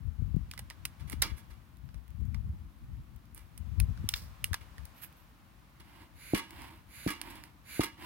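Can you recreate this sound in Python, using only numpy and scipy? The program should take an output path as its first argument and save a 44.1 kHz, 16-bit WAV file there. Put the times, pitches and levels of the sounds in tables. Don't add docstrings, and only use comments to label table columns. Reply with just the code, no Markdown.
import sys
import numpy as np
from scipy import signal
from scipy.fft import rfft, irfft, next_fast_len
from scipy.io import wavfile

SR = 44100
rng = np.random.default_rng(int(sys.argv[2]) if len(sys.argv) > 2 else 0)


def digitize_waveform(pressure):
    field = np.atleast_2d(pressure).T
    bounded = np.clip(field, -1, 1)
    quanta = np.round(bounded * 32767).astype(np.int16)
    wavfile.write(sys.argv[1], SR, quanta)


N = 355005
TIME = np.arange(N) / SR

# snap t/s, intake length/s, intake level at the snap before mixing/dB, thump level before mixing/dB,
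# thump f/Hz, second fold against first/dB, spring rattle before mixing/dB, spring rebound before mixing/dB
RELEASES = [(6.3344, .195, -51, -15, 311, -9, -31.5, -37), (7.063, .19, -49.5, -20.5, 292, -5, -34.5, -36),
            (7.7938, .155, -45.5, -15, 316, -15, -33, -33)]


def from_db(db):
    return 10 ** (np.asarray(db) / 20)


def rms_one(x):
    return x / np.sqrt(np.mean(x ** 2) + 1e-20)


def in_time(rows):
    return np.interp(TIME, *np.transpose(rows))


def low_pass(x, order, hz):
    return signal.sosfilt(signal.butter(order, hz, fs=SR, output="sos"), x + 1e-18)


def colour(x, points):
    size = 2 * next_fast_len(x.shape[-1] // 2 + 2048)
    hz, db = np.transpose(points)
    log_hz = np.log(np.maximum(np.fft.rfftfreq(size, 1 / SR), 1))
    skirt_db = np.clip(25 * (log_hz - np.log(hz[0])), -50, 0)
    curve_db = np.interp(log_hz, np.log(hz), db) + skirt_db
    cepstrum = irfft(np.log(from_db(curve_db)))
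    cepstrum[1:size // 2] *= 2
    cepstrum[size // 2 + 1:] = 0
    response = np.exp(rfft(cepstrum))
    return irfft(rfft(x, size) * response, size)[..., :x.shape[-1]]


def noise(alike, size=N):
    alike = np.clip(alike, 0, 1)
    shared = rng.standard_normal(size)
    separate = rng.standard_normal((2, size))
    return np.sqrt(alike) * shared + np.sqrt(1 - alike) * separate


def drift(rate):
    knots = rng.standard_normal(N // 8)
    return np.interp(TIME * rate, np.arange(len(knots)), knots)


def swell(start, rise, t60):
    age = TIME - start
    attack = np.clip(age / max(rise, 1e-4), 0, 1)
    return attack * np.exp(-np.log(1000) * np.clip((age - rise) / t60, 0, 10))


def held(start, end, rise, fall):
    early = np.maximum(start - TIME, 0)
    late = np.maximum(TIME - end, 0)
    return np.exp(-np.minimum((early / rise) ** 2 + (late / fall) ** 2, 20))


def pulse(start, hz, cycles):
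    turns = np.maximum(TIME - start, 0) * hz
    return np.sin(2 * np.pi * turns) * np.exp(-turns / cycles)


def resonate(x, modes):
    out = 0
    for hz, width_hz, db in modes:
        r = np.exp(-np.pi * width_hz / SR)
        poles = [1, -2 * r * np.cos(2 * np.pi * hz / SR), r * r]
        gain = from_db(db) * (1 - r * r) / 2
        out = out + gain * signal.lfilter([1, 0, -1], poles, x + 1e-18)
    return out


def friction(rows, spectrum, grain_db, chatter_db, treble_speed=1):
    grip = from_db(grain_db * drift(1200) + chatter_db * drift(180))
    grains = rms_one(colour(noise(0.48) * grip, spectrum))
    treble = signal.sosfiltfilt(signal.butter(2, 6500, "high", fs=SR, output="sos"), grains)
    body_power, treble_power = 0, 0
    for s, db, rise, t60, treble_db in rows:
        body_power = body_power + (from_db(db) * swell(s, rise, t60)) ** 2
        treble_swell = swell(s, rise, t60 / treble_speed)
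        treble_power = treble_power + (from_db(db + treble_db) * treble_swell) ** 2
    return (grains - treble) * np.sqrt(body_power) + treble * np.sqrt(treble_power)


def airflow(flow, jet, flutter_db):
    return flow * rms_one(jet) * from_db(flutter_db * drift(160))


def outdoors(air_db, rumble_db, hiss_db):
    # t/s, level before air_db is added/dB
    air_level = [(0, -69.5), (.6, -66.5), (1.3, -64), (1.8, -70), (2.6, -69), (3.4, -69.5), (4.0, -62.5),
                 (4.9, -63), (5.35, -67), (8.05, -67)]
    # f/Hz, gain/dB
    air_colour = [(400, -8), (550, -4.5), (750, -4), (1050, -1), (1600, -6), (2400, -9), (4000, -14),
                  (5500, -17.5), (7500, -21.5), (16000, -22)]
    # f/Hz, gain/dB
    rumble_colour = [(40, -5.5), (55, 4), (86, -7.5), (124, -2.5), (174, -2.5), (330, -9), (410, -25),
                     (600, -56)]
    # f/Hz, gain/dB
    hiss_colour = [(6000, -14), (8000, -5), (10500, 7), (13000, 7), (15500, 8.5)]
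    air = from_db(in_time(air_level) + air_db) * rms_one(colour(noise(0.16), air_colour))
    rumble = from_db(rumble_db) * rms_one(colour(noise(.85), rumble_colour))
    side_db = np.array([[-1], [1]])
    hiss = from_db(hiss_db + side_db) * rms_one(colour(noise(.1), hiss_colour))
    return air + rumble + hiss


def wind(lumpy_db, eddy_db):
    # start t/s, length/s, level/dB, left over right/dB
    gusts = [(0, .12, -35, 24), (.21, .18, -32, 30), (.42, .06, -42, 6), (.58, .07, -46, 0),
             (.79, .03, -42, 22), (1.03, .11, -35, 26), (1.2, .02, -34, -3), (1.28, .05, -39, 28),
             (1.85, .02, -38, 24), (1.95, .03, -44, 20), (2.12, .06, -41, 20), (2.21, .18, -30.5, 28),
             (2.44, .07, -33, 2), (2.6, .04, -40, 5), (2.83, .15, -40, 5), (3.11, .04, -44, 16),
             (3.62, .17, -32.5, 30), (3.81, .09, -27, 13), (3.99, .04, -33, 8), (4.08, .19, -42.5, 3),
             (4.43, .1, -43, 12), (4.78, .05, -43, 17)]
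    # t/s, level before eddy_db is added/dB, f/Hz
    eddy_hits = [(.221, -19, 111), (0.343, -16, 120), (0.365, -13.5, 167), (1.135, -24, 273),
                 (1.318, -21, 70), (2.217, -20, 69), (3.807, -25, 81.4), (4.041, -23, 190),
                 (4.512, -20.5, 81)]
    # f/Hz, gain/dB
    wind_colour = [(30, -18), (45, 3), (62, 6), (95, 2.5), (140, -5), (220, -14.5), (330, -33), (500, -45),
                   (900, -68)]
    gust_rise_s, gust_fall_s = .03, .045
    breeze_db, breeze_end_s, breeze_fall_s = (-52, -64), 4.65, .3
    calm_db = (-57.5, -68)
    draught_db = -2

    breeze = from_db(breeze_db)[:, None] * held(0, breeze_end_s, gust_rise_s, breeze_fall_s)
    calm = from_db(calm_db)[:, None]
    draught = from_db(draught_db) * squeeze_flow()
    power = breeze ** 2 + calm ** 2 + draught ** 2
    for s, length, db, pan_db in gusts:
        share = from_db(pan_db * np.array([[1], [-1]]))
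        gust = from_db(db) * held(s, s + length, gust_rise_s, gust_fall_s)
        power = power + share / share.sum() * gust ** 2
    lumps = from_db(lumpy_db * drift(40))
    buffet = rms_one(colour(noise(0.34) * lumps, wind_colour))
    eddies = sum(from_db(db + eddy_db) * pulse(s, hz, 0.67) for s, db, hz in eddy_hits)
    left_only = [[1], [0]]
    return np.sqrt(power) * buffet + low_pass(eddies, 2, 350) * left_only


def paper_ticks(level_db, spread_db):
    # t/s, ticks per second
    burning = [(0, 4), (1.2, 5), (1.4, 22), (2.7, 24), (4.5, 5), (6.6, 26)]
    # f/Hz, gain/dB
    tick_colour = [(1200, -17), (2200, 1.5), (6000, -8.5), (10000, -5), (15500, -2)]
    born = rng.random(N) < in_time(burning) / SR
    sizes = from_db(level_db + spread_db * np.minimum(rng.exponential(1, N), 3))
    decay_s = 0.00079
    bursts = signal.lfilter([1], [1, -np.exp(-1 / (decay_s * SR))], born * sizes + 1e-18)
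    return colour(noise(.7) * bursts, tick_colour)


def finger_slides():
    # t/s, level/dB, rise/s, t60/s, treble against the rest/dB
    slides = [(3.345, -67, 0.028, 0.47, -1), (4.93, -58, 0.065, .4, 1), (5.012, -46.5, 0.025, 0.099, 6.5),
              (5.16, -66, 0.0095, 0.35, 3.5)]
    # f/Hz, gain/dB
    slide_colour = [(400, -18), (1500, -6), (2200, -2), (3000, -7), (7000, -19), (10500, -14), (13000, -4),
                    (15500, -11.5)]
    return friction(slides, slide_colour, grain_db=2.5, chatter_db=1.2)


def lighter_trigger():
    # t/s, level/dB, rise/s, t60/s, treble against the rest/dB
    bursts = [(1.224, -28, .003, 0.15, -10.5), (4.095, -55.5, .005, 0.47, 7), (4.14, -43.5, 0.02, 0.3, 1.5)]
    # f/Hz, gain/dB
    trigger_colour = [(400, -11), (800, -11), (1500, -5.5), (3000, -8), (5200, 1.5), (6500, -9.5),
                      (10000, -11.5), (15500, -7.5)]
    return friction(bursts, trigger_colour, grain_db=1.5, chatter_db=2.5)


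def clicks(rise_ms, tail_t60, contact_width_hz, contact_db):
    # t/s, level/dB, knock (bass) gain/dB, treble gain/dB,
    # left over right/dB, contact f/Hz, decay time/ms
    contacts = [(0.5125, -33, -22, -4.5, -1, 2470, 1.4), (0.536, -38.5, 7.5, -3, 1, 1570, 1.4),
                (0.5766, -37, 0.5, -7, -4, 2010, 1.9), (0.5912, -33.5, 8, 0.5, 0.5, 1970, 2.5),
                (0.7006, -33.5, -8.5, -7, -2, 2070, 0.9), (0.7071, -38.5, 11, -10, -1, 1880, 1.8),
                (0.8522, -24.5, -2, 2, 2, 2530, 3), (1.0978, -36.5, -2.5, 5, -5, 1940, 1.7),
                (1.1199, -38, 7.5, 6, -7, 1830, 0.9), (1.1284, -34.5, 8.5, -2, 0, 2130, 1.4),
                (1.2191, -18.5, 1.5, 4.5, 5.5, 3800, 4), (1.2221, -18.5, 1, 2, -7.5, 2040, 2.6),
                (1.8891, -52, 11.5, -20, 1, 1550, 1.4), (1.9431, -49, 12.5, -5, -1, 1660, 1.7),
                (2.3445, -42.5, 11, -9.5, -0.5, 2040, 3.1), (3.3468, -38.5, -9.5, 20, -2.5, 2020, 1.1),
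                (3.3771, -44, 2.5, 3, -4, 1620, 1.4), (3.5765, -39.5, -2.5, 9, 1.5, 2990, 2.3),
                (3.7997, -23.5, 1, 3, 2, 2520, 2.1), (3.9746, -46.5, 10, -10, 8, 1520, 1.1),
                (4.089, -17.5, -14, 1.5, 3.5, 3550, 1.6), (4.138, -20.5, -20, -11.5, 4, 3600, 2.3),
                (4.4419, -17, -8, 2, -0.5, 2840, 1.2), (4.5312, -29, 7.5, -4.5, -3, 1670, 2.2),
                (4.5417, -23, 1.5, -4.5, 3.5, 1630, 2.6), (4.781, -43.5, 4.5, -8.5, -5.5, 1850, 1.6),
                (4.853, -39, -17.5, 7, 4, 1980, 1.2), (6.5066, -41, 13, 5, 5, 2160, 1.4),
                (6.6187, -44, 5.5, -2, -6, 2180, 1.4), (7.214, -29.5, -2.5, -4.5, -5, 2980, 1.85),
                (7.4375, -38.5, -5.5, -2.5, -3, 1720, 0.8)]
    # f/Hz, gain/dB
    click_colour = [(200, -16), (600, -5.5), (1200, 2), (2000, 4), (3200, 1.5), (5200, 4), (6800, -3),
                    (8200, -1.5), (9000, 6), (10200, 2.5), (13000, -2), (15500, -1.5)]
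    medium_click_db, tail_db, tail_loss_db_per_db = -35, -21, .25

    size = SR // 3
    seconds = np.arange(size) / SR
    ms = 1000 * seconds
    cracks, tails = np.zeros((2, 2, N + size))
    hz, base_db = np.transpose(click_colour)
    for s, db, knock_db, treble_db, pan_db, contact_hz, decay_ms in contacts:
        tilt_db = np.interp(np.log(hz), np.log([900, 1800, 5500, 8500]), [knock_db, 0, 0, treble_db])
        spectrum = np.c_[hz, base_db + tilt_db]
        attack = np.minimum(ms / rise_ms, 1) ** 2
        shape = attack * np.exp(-np.maximum(ms - rise_ms, 0) / max(decay_ms, .2))
        crack = colour(noise(0.68, size=size) * shape, spectrum)
        crack = crack + resonate(crack, [(contact_hz, contact_width_hz, contact_db)])
        crack *= np.sqrt(2 * np.sum(shape ** 2) / np.sum(crack ** 2))
        ring_db = tail_db - tail_loss_db_per_db * (db - medium_click_db)
        tail = rms_one(colour(noise(0.58, size=size), spectrum))
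        tail = tail * from_db(ring_db - 60 * seconds / tail_t60)
        gain = from_db(db + pan_db * np.array([[.5], [-.5]]))
        at = int(s * SR)
        cracks[:, at:at + size] += gain * crack
        tails[:, at:at + size] += gain * tail
    return cracks[:, :N], tails[:, :N]


def can_ring(contact):
    # f/Hz, width/Hz, gain/dB
    can_modes = [(310, 83, -12.5), (570, 50, -9), (917, 16, 5.5), (1073, 21.3, -5), (1132, 22, 2),
                 (1222, 40, -1.5), (1654, 21, 0.5), (2010, 29, -4.5), (2110, 36, -1), (2310, 18, 1),
                 (2826, 33, 3), (2930, 11, 4), (3367, 24.5, 3), (3884, 27, -9), (5233, 30, -6),
                 (9360, 90, -26), (11520, 40, -4.5)]
    return resonate(contact, can_modes)


def spring_bursts():
    # delay/s, rise/s, t60 of the body/s, treble against the rest/dB
    first_rattle = (.011, .0022, .28, -3.5)
    # delay/s, rise/s, t60 of the body/s, treble against the rest/dB
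    rebound = (.039, .0024, .105, 5)
    rows = []
    for snap, *_, rattle_db, rebound_db in RELEASES:
        for db, (delay, *shape) in ((rattle_db, first_rattle), (rebound_db, rebound)):
            rows.append((snap + delay, db, *shape))
    return rows


def rattles():
    # t/s, level before mixing/dB, rise/s, t60 of the body/s, treble against the rest/dB
    contact_bursts = [(.995, -56, 0.0081, 0.15, -2), (1.07, -57.5, 0.0083, 0.18, 2.5),
                      (1.107, -51, .003, 0.088, 5), (1.118, -46.5, 0.0081, 0.09, 2),
                      (1.224, -37, 0.0013, 0.28, -6), (1.36, -58.5, 0.022, 0.2, 6),
                      (1.50, -58, .005, 0.22, -2), (3.35, -61, 0.023, 0.35, 5),
                      (4.605, -55.5, 0.007, 0.18, -3), (5.797, -55, 0.0063, 0.095, -1.5),
                      (7.298, -55, 0.0068, .12, 8), (7.354, -55, .002, .15, 4)]
    # f/Hz, gain/dB
    rattle_colour = [(150, -8), (310, 2), (420, -5), (600, -16.5), (800, -9), (1200, -8), (2300, -4.5),
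                     (3000, -10.5), (4500, -8), (5700, -11), (7500, -16.5), (10000, -9), (13000, -15.5),
                     (16000, -14.5)]
    rows = [*contact_bursts, *spring_bursts()]
    return friction(rows, rattle_colour, grain_db=1.5, chatter_db=2.0, treble_speed=1.3)


def squeeze_flow():
    # start t/s, hardest t/s, end t/s, level at the hardest/dB
    squeezes = [(5.72, 6.02, 6.09, -57), (6.43, 6.62, 6.84, -50), (7.15, 7.28, 7.54, -49.5),
                (7.96, 8.04, 8.3, -46)]
    hiss_exponent = 1.15
    flow = 0
    for start, hardest, end, db in squeezes:
        hand_speed = np.interp(TIME, [start, hardest, end], [0, 1, 0])
        flow = flow + from_db(db) * hand_speed ** hiss_exponent
    return flow


def bellows_blow():
    # f/Hz, gain/dB
    blow_colour = [(120, -27), (200, -7), (330, 2.5), (410, -18), (456, -21.5), (1000, -2.5), (1180, -14),
                   (1980, -8.5), (3160, -13), (3520, -16), (5130, -19.5), (6030, -31), (9950, -24),
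                   (14500, -25)]
    nozzle = colour(noise(0.53), blow_colour)
    return airflow(squeeze_flow(), nozzle, flutter_db=1.5)


def intake_flow():
    rise_s, release_s = .09, .04
    growth_db_per_s = 26
    flow = 0
    for snap, length, db, *_ in RELEASES:
        opening = np.clip((TIME - snap + length) / rise_s, 0, 1)
        growth_db = growth_db_per_s * np.minimum(TIME - snap, 0)
        stop = np.exp(-(np.maximum(TIME - snap, 0) / release_s) ** 2)
        flow = flow + from_db(db + growth_db) * opening * stop
    return flow


def bellows_draw():
    # f/Hz, gain/dB
    draw_colour = [(290, -27), (500, -21), (718, -20.5), (1230, -20), (1510, -6.5), (1770, -10.5),
                   (2330, -5.5), (3250, -19), (3810, -12), (4730, -11.5), (5310, -25), (7000, -13),
                   (8210, -29.5), (10800, -12.5), (16000, -21)]
    # f/Hz, width/Hz, gain before mixing/dB
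    inlet_modes = [(2320, 350, -5), (10200, 490, -1.5)]
    singing = from_db(-8.0) * resonate(noise(0.27), inlet_modes)
    inlet = colour(noise(0.46), draw_colour) + singing
    return airflow(intake_flow(), inlet, flutter_db=0.6)


def thumps(cycles, second_pitch, lowest_hz, soft_hz, board_hz, board_db, slap_hz, slap_db, left_lag_s):
    second_slap_s = .0062
    hard_snap_db, slap_loss_db_per_db = -15, .9
    out = 0
    for s, _, _, db, hz, second_db, *_ in RELEASES:
        start = s + np.array([[left_lag_s], [0]])
        first_fold = pulse(start, hz, cycles)
        second_fold = from_db(second_db) * pulse(start + second_slap_s, hz * second_pitch, cycles)
        softer_db = hard_snap_db - db
        slap_gain = from_db(slap_db - slap_loss_db_per_db * softer_db)
        slap = slap_gain * pulse(start + .5 / slap_hz, slap_hz, cycles)
        boards = from_db(board_db + softer_db) * pulse(start, board_hz, cycles * .5)
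        out = out + from_db(db) * (first_fold + second_fold + slap + boards)
    out = signal.sosfilt(signal.butter(2, lowest_hz, "high", fs=SR, output="sos"), out + 1e-18)
    return low_pass(out, 6, soft_hz)


def ports(x, count=3):
    # f/Hz, right over left/dB
    port_balance = [(20, 0), (400, 0), (1000, 6), (2200, 4), (3500, 0), (6000, 0), (7500, 8), (9200, 19),
                    (11000, 16), (13000, 10), (15500, 4)]
    hz, right_db = np.transpose(port_balance)
    left_db = 20 * np.log10(2 / (1 + from_db(right_db)))
    left = colour(x[0], np.c_[hz, left_db])
    right = colour(x[1], np.c_[hz, left_db + right_db])
    late_left = np.r_[np.zeros(count), left[:-count]]
    return np.array([late_left, right])


def scene():
    background = outdoors(air_db=2.0, rumble_db=-62, hiss_db=-75.5)
    gusty = wind(lumpy_db=3.0, eddy_db=3.5)
    fuel = paper_ticks(level_db=-67.0, spread_db=6.5)
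    fingers = finger_slides()
    trigger = lighter_trigger()
    cracks, tails = clicks(rise_ms=0.76, tail_t60=0.13, contact_width_hz=165, contact_db=8.5)
    rattle = rattles()
    blow = bellows_blow()
    draw = bellows_draw()
    thump = from_db(1.5) * thumps(cycles=1.5, second_pitch=0.65, lowest_hz=56, soft_hz=1050,
                                  board_hz=129, board_db=-8.5, slap_hz=753, slap_db=-8.0,
                                  left_lag_s=0.00025)
    touch = from_db(9.0) * rattle + from_db(5.0) * tails + from_db(-8.0) * trigger
    breath = from_db(-6.5) * blow + from_db(2.0) * draw
    steel = can_ring(touch + breath)
    contacts = cracks + tails + trigger + fingers
    bellows = blow + draw + thump
    near = contacts + from_db(-1.0) * rattle + bellows + steel + fuel
    return ports(near) + gusty + background


def record(dry):
    cutoff_hz = 15900
    thinned = signal.sosfilt(signal.butter(4, 36, "high", fs=SR, output="sos"), dry)
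    return signal.sosfilt(signal.ellip(10, .2, 70, cutoff_hz, fs=SR, output="sos"), thinned)


dry = scene()
out = record(dry)
digitize_waveform(out)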